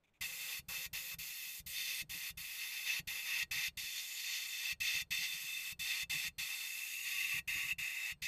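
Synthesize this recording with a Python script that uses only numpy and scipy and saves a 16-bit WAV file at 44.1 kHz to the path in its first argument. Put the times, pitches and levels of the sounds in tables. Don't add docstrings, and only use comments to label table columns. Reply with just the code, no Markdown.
import sys
import numpy as np
from scipy import signal
from scipy.fft import rfft, irfft, next_fast_len
from scipy.io import wavfile

SR = 44100
rng = np.random.default_rng(int(sys.argv[2]) if len(sys.argv) > 2 else 0)


def wrap_up_sound(samples):
    columns = np.atleast_2d(samples).T
    tamed = np.clip(columns, -1, 1)
    steps = np.round(tamed * 32767).astype(np.int16)
    wavfile.write(sys.argv[1], SR, steps)


N = 364707
TIME = np.arange(N) / SR
FREQS = np.fft.rfftfreq(8192, 1 / SR)


def gain_of(db):
    return 10 ** (np.asarray(db) / 20)


def evened(x):
    return x / np.sqrt(np.mean(x ** 2) + 1e-20)


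def decay(t, t60):
    return np.exp(-np.log(1000) * t / t60)


def add(mix, start_s, sound):
    part = mix[max(round(start_s * SR), 0):][:len(sound)]
    part += sound[:len(part)]


def slow_chance(top_hz):
    size = next_fast_len(N)
    keep = np.fft.rfftfreq(size, 1 / SR) < top_hz
    noise_bins = rfft(rng.standard_normal(size))
    return evened(irfft(noise_bins * keep, size)[:N])


def curve(points):
    return np.interp(TIME, *np.transpose(points))


def spectrum(points):
    hz, db = np.transpose(points)
    return gain_of(np.interp(np.log(FREQS + 1), np.log(hz), db))


def resonances(modes):
    power = 0
    for hz, width_hz, db in modes:
        peak = gain_of(db) / (1 + (2 * (FREQS - hz) / width_hz) ** 2)
        power = power + peak ** 2
    return np.sqrt(power)


def ring(x, gain):
    log_gain = np.log(np.maximum(gain / gain.max(), 1e-5))
    circle = np.concatenate([log_gain, log_gain[-2:0:-1]])
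    response = np.exp(np.conj(signal.hilbert(circle)))[:len(gain)]
    taps = irfft(response)[:len(gain)]
    return signal.oaconvolve(x, taps / np.linalg.norm(taps))[:N]


def muffle(x, top_hz, order):
    return signal.sosfilt(signal.butter(order, top_hz, fs=SR, output="sos"), x)


# pitch_hz [Hz], level_db [relative dB per Hz]
ROOM_SPECTRUM = [(20, -0.5), (60, -7), (160, -5), (260, -10.5), (700, -14.5), (2600, -24.5), (5000, -33),
                 (15000, -44)]
# pitch_hz [Hz], level_db [relative dB per Hz]
RUMBLE_SPECTRUM = [(20, 0), (70, -15), (120, -1), (165, 5), (230, -6.5), (320, -6), (600, -12),
                   (1500, -31)]
# time_s [s], level_db [dB]
RUMBLE_LEVEL = [(0.2,-75),(1.1,-75.5),(1.45,-82),(1.95,-75.5),(2.65,-82),(3.4,-76),(4.3,-92),(5.2,-78),(6.1,-79),(6.8,-91),(7.25,-77),(8.2,-88)]
# [dB, mean of a random wobble]
LEAK_WHISTLES = [(2396, -98.5), (4258, -92), (4770, -101), (8312, -95.5), (11999, -99)]


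def background(room_db=-80, waver_hz=12, unsteady_db=3):
    room = gain_of(room_db) * ring(rng.standard_normal(N), spectrum(ROOM_SPECTRUM))
    rumble = gain_of(curve(RUMBLE_LEVEL)) * ring(rng.standard_normal(N), spectrum(RUMBLE_SPECTRUM))
    drift = np.cumsum(waver_hz * slow_chance(60)) / SR
    leak = np.zeros(N)
    for hz, db in LEAK_WHISTLES:
        level = gain_of(db + unsteady_db * slow_chance(2))
        leak += level * np.sin(2 * np.pi * (hz * TIME + drift))
    first_opening = VALVE_SPANS[0][0]
    return room + (rumble + leak) * (TIME > first_opening)


# start_s [s], level_db [relative dB]
HANDLING_KNOCKS = [(0.329, -66), (0.774, -55), (1.878, -64), (2.029, -54), (2.149, -51.5), (2.996, -48),
                   (3.558, -52), (3.829, -55.5), (4.946, -49.5), (5.191, -52.5), (5.329, -59), (5.44, -60),
                   (6.141, -47.5), (6.247, -52.5), (7.234, -63), (7.342, -51.5), (7.552, -45),
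                   (7.638, -51.5)]


def knocks(rattle_db=-8, swell_s=.012, lead_s=0.0087, push_db=-8, top_hz=200):
    t = np.arange(SR // 4) / SR
    rattle, push = np.zeros(N), np.zeros(N)
    push_wave = np.exp(-t / swell_s) * np.sin(2 * np.pi * CABINET_MODES[1][0] * t)
    for start_s, level_db in HANDLING_KNOCKS:
        add(rattle, start_s - lead_s, gain_of(level_db) * t / swell_s * np.exp(1 - t / swell_s))
        add(push, start_s, gain_of(level_db + push_db) * push_wave)
    boom = resonances([(80, 91, -8), (136, 24, -2), (164, 43, -1.0), (288, 92, -12), (533, 330, -22.5)])
    booming = ring(rattle * rng.standard_normal(N), boom)
    return gain_of(rattle_db) * booming + muffle(push, top_hz, order=4)


# pitch_hz [Hz], level_db [relative dB], t60_s [s]
CABINET_MODES = [(51.6,-11,0.5),(71.3,1,.16),(106.7,-6.5,0.17),(136,-6,0.37),(172.5,16,0.12)]


def thumps(open_db=-56, shut_db=-57.0, top_hz=124, lead_s=0.0033,
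           shudder_db=-10, shudder_t60=0.32, shudder_top_hz=195):
    t = np.arange(SR // 2) / SR
    thump = sum(gain_of(db) * decay(t, t60) * np.cos(2 * np.pi * hz * t) for hz, db, t60 in CABINET_MODES)
    air, shake = np.zeros(N), np.zeros(N)
    for opens, shuts, _ in VALVE_SPANS:
        for start_s, push in (opens, gain_of(open_db)), (shuts, -gain_of(shut_db)):
            add(air, start_s - lead_s, push * thump)
            add(shake, start_s - lead_s, abs(push) * decay(t, shudder_t60))
    shudder_modes = resonances([(40, 65, 0.5), (90, 47, -5.5), (156, 52, 2)])
    shudder = gain_of(shudder_db) * ring(shake * rng.standard_normal(N), shudder_modes)
    return muffle(air, top_hz, order=6) + muffle(shudder, shudder_top_hz, order=6)


def grit(flow, grains_per_s=7000, share=0.48):
    clicks = rng.standard_normal(N) * (rng.random(N) < grains_per_s / SR)
    share = np.clip(share, 0, 1)
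    return flow * (np.sqrt(share) * evened(clicks) + np.sqrt(1 - share) * rng.standard_normal(N))


# start_s (valve opens) [s], end_s (valve shuts) [s], level_db (air pressure) [dB]
VALVE_SPANS = [(0.208, 0.594, 2), (0.683, 0.863, 3), (0.929, 1.143, 2.3), (1.184, 1.601, 1.8),
               (1.661, 2.019, 1.5), (2.093, 2.306, 0.8), (2.371, 2.997, -0.7), (3.071, 3.43, -0.5),
               (3.509, 3.682, -0.5), (3.77, 4.726, -0.95), (4.801, 5.019, -0.5), (5.105, 5.724, -0.2),
               (5.791, 6.032, -0.26), (6.095, 6.282, 0.5), (6.381, 7.393, -0.13), (7.474, 7.724, -1.8),
               (7.782, 8.122, -3.5), (8.218, 8.301, -1.5)]
SURGE_DB, SURGE_S = 1.5, 0.053


def airflow(spans, rise_s=0.0042, fall_t60=0.037):
    flow = np.zeros(N)
    for opens, shuts, pressure_db in spans:
        length = shuts - opens
        t = np.arange(0, length + 2 * fall_t60, 1 / SR)
        pressure = gain_of(pressure_db + SURGE_DB * np.exp(-t / SURGE_S))
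        bleed = decay(np.maximum(t - length, 0), fall_t60)
        add(flow, opens, pressure * np.minimum(t / rise_s, 1) * bleed)
    return flow


# [dB, before the surge]
AIR_SPITS = [(0.034,.056,-78),(.069,.097,-82),(.135,.175,-78.5)]


def spits():
    hull = resonances([(2400, 670, 2.5), (3500, 500, -3), (6640, 1500, -15)])
    return ring(grit(airflow(AIR_SPITS)), hull + gain_of(-21) * spectrum(JET_SPECTRUM))


# [dB, before the surge]
GRIT_GULPS = [(0.685,.74,-59),(1.11,1.145,-64)]


def gulps():
    return ring(grit(airflow(GRIT_GULPS)), resonances(PANEL_MODES))


# [dB, before flow and wobble]
CAUGHT_MODES = [(0.031,1.35,518,94,-79),(1.5,2.23,516,56,-79),(2.67,3.63,513,110,-78.5),(6.91,7.9,1130,59,-66),(1.4,2.3,8480,330,-64),(3.7,4.7,7000,300,-58),
                (4.4,6.8,3570,97,-54.5),(6.5,8.2,6700,150,-58),(6.8,8,2740,180,-48),(6.8,9,3700,110,-55.5),(4.42,8.3,2635,62,-50),(0.42,1.8,2635,94,-60.5)]


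def caught(flow, fade_s=0.26, patchy_db=2.4, patchy_hz=9):
    out = np.zeros(N)
    for start_s, end_s, hz, width_hz, db in CAUGHT_MODES:
        fade = np.clip(np.minimum(TIME - start_s, end_s - TIME) / fade_s, 0, 1)
        swell = fade * gain_of(db + patchy_db * slow_chance(patchy_hz))
        out += ring(flow * swell * rng.standard_normal(N), resonances([(hz, width_hz, 0)]))
    return out


def afterring(x, db=-27, t60=0.15, top_hz=4000):
    t = np.arange(SR // 4) / SR
    tail = rng.standard_normal(len(t)) * decay(t, t60)
    tail = muffle(tail / np.linalg.norm(tail), top_hz, order=1)
    return gain_of(db) * signal.oaconvolve(x, tail)[:N]


def echoes(t60):
    t = np.arange(len(FREQS)) / SR
    taps = rng.standard_normal(len(t)) * decay(t, t60)
    return rfft(taps / np.linalg.norm(taps), 2 * len(t) - 2)


# pitch_hz [Hz], level_db [relative dB per Hz]
JET_SPECTRUM = [(300,-40),(700,-39),(3000,-12.5),(4500,-6.5),(6800,-3.5),(7050,-4.5),(7300,-0.5),(7700,-2.5),(8500,-4),(8800,-10),(10900,-3),(12400,-2),(14300,-2.5),(15200,-17)]


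def nozzle(x, wall_db=-9, wall_t60=0.054, hand_db=-9, hand_t60=0.0069, count=9):
    walls = 1 + gain_of(wall_db) * echoes(wall_t60)
    place = np.linspace(0, count - 1, N)
    out = np.zeros(N)
    for k in range(count):
        nearness = np.cos(np.pi / 2 * np.minimum(abs(place - k), 1))
        comb = abs(walls + gain_of(hand_db) * echoes(hand_t60))
        out += ring(grit(x * nearness), spectrum(JET_SPECTRUM) * comb)
    return out


# time_s [s], contact_db [dB]
AIM_CONTACT = [(0.205,-5.5),(0.23,-1.5),(0.3,-10.5),(0.48,-4),(0.7,-8),(0.98,-3),(1.04,-9),(1.68,-10),(1.79,0.5),(1.97,-1),(2.11,-4),(2.46,-4.5),(2.66,-1.4),
               (2.84,-1.5),(2.88,6),(3.24,-3.5),(3.3,4),(3.65,4.5),(3.8,-1),(3.94,-4.5),(3.98,2),(4.03,-5.5),(4.36,2),(4.45,-1.5),(4.62,-1.5),(4.68,3.5),(4.92,5),
               (5.29,1),(5.37,-2.5),(5.8,-3),(5.86,3.5),(6.26,2.5),(6.64,0),(7.03,-4.5),(7.07,4.5),(8.25,0.5)]
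# time_s [s], panels_db (cabinet) [dB], hollow_db (hull) [dB], rim_db (hull) [dB]
SPOT_LEVELS = [(0.23,-62,-44.5,-47),(0.95,-64.5,-46.5,-47.5),(1.35,-66.5,-45,-45.5),(1.85,-69.5,-47.5,-46.5),(2.3,-66,-46,-47.5),(3.53,-64,-44.5,-48.5),
               (3.86,-68,-46.5,-44),(4.9,-67.5,-45.5,-46.5),(6.6,-66.5,-48,-49.5),(7.25,-73.5,-46.5,-53),(7.4,-66.5,-43.5,-54.5),(8.11,-63.5,-41,-51.5),(8.25,-67.5,-43.5,-46)]
JET_DB = -49
JET_FOLLOWS, PANELS_FOLLOW = 0.24, 0.79
TREMOR_DB, TREMOR_HZ = 1, 12


def excitation():
    contact = curve(AIM_CONTACT) + TREMOR_DB * slow_chance(TREMOR_HZ)
    time_s, *levels = np.transpose(SPOT_LEVELS)
    panels, hollow, rim = (np.interp(TIME, time_s, db) for db in levels)
    jet = JET_DB + JET_FOLLOWS * contact
    return gain_of([panels + PANELS_FOLLOW * contact, hollow + contact, rim + contact, jet])


# pitch_hz [Hz], width_hz [Hz], level_db [relative dB]
PANEL_MODES = [(582,310,-17),(817.6,76,-5),(954,62,-4),(1112.5,49,-0.5),(1272,93,-3),(1432,40,-4.5),(1558,250,-5)]
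HOLLOW_MODES = [(1794,108,-18),(1890,48,-8.5),(1954,103,-11.5),(2070,136,-7),(2240,236,-16),(2387,67,-8),(2466,115,-12),(2609,104,-1),(2747,120,-9),(2815,45,-10)]
RIM_MODES = [(3030, 133, -10.5), (3160, 150, -11), (3400, 110, -6.5), (3574, 99, -0.5), (3730, 70, -7),
             (4020, 160, -13), (4216, 200, -12), (4404, 66, -3), (4670, 260, -9), (5060, 140, -9.5),
             (5350, 106, -11.5), (5530, 56, -10.5), (5830, 120, -11), (6174, 330, -11.5), (6480, 260, -17),
             (6720, 85, -9.5)]


def blast(flow, flutter_db=-0.06, flutter_hz=45, bounce_db=0.45, bounce_hz=40):
    panels, hollow, rim, jet = excitation()
    feed = flow * gain_of(flutter_db * slow_chance(flutter_hz))
    impact = feed * gain_of(bounce_db * slow_chance(bounce_hz))
    hiss = nozzle(feed * jet)
    hull = ring(grit(impact * hollow), resonances(HOLLOW_MODES))
    edge = ring(grit(impact * rim), resonances(RIM_MODES))
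    box = ring(grit(feed * panels), resonances(PANEL_MODES))
    return hiss + hull + edge + box


def scene():
    flow = airflow(VALVE_SPANS)
    blasting = blast(flow) + caught(flow) + gulps()
    mono = background() + knocks() + thumps() + spits() + afterring(blasting) + blasting
    return np.array([mono, mono])


def record(dry, edge_hz=15450):
    lowpass = signal.firwin(301, edge_hz, window=("kaiser", 8), fs=SR)
    return signal.oaconvolve(dry, lowpass[None], "same", axes=1)


dry = scene()
out = record(dry)
wrap_up_sound(out)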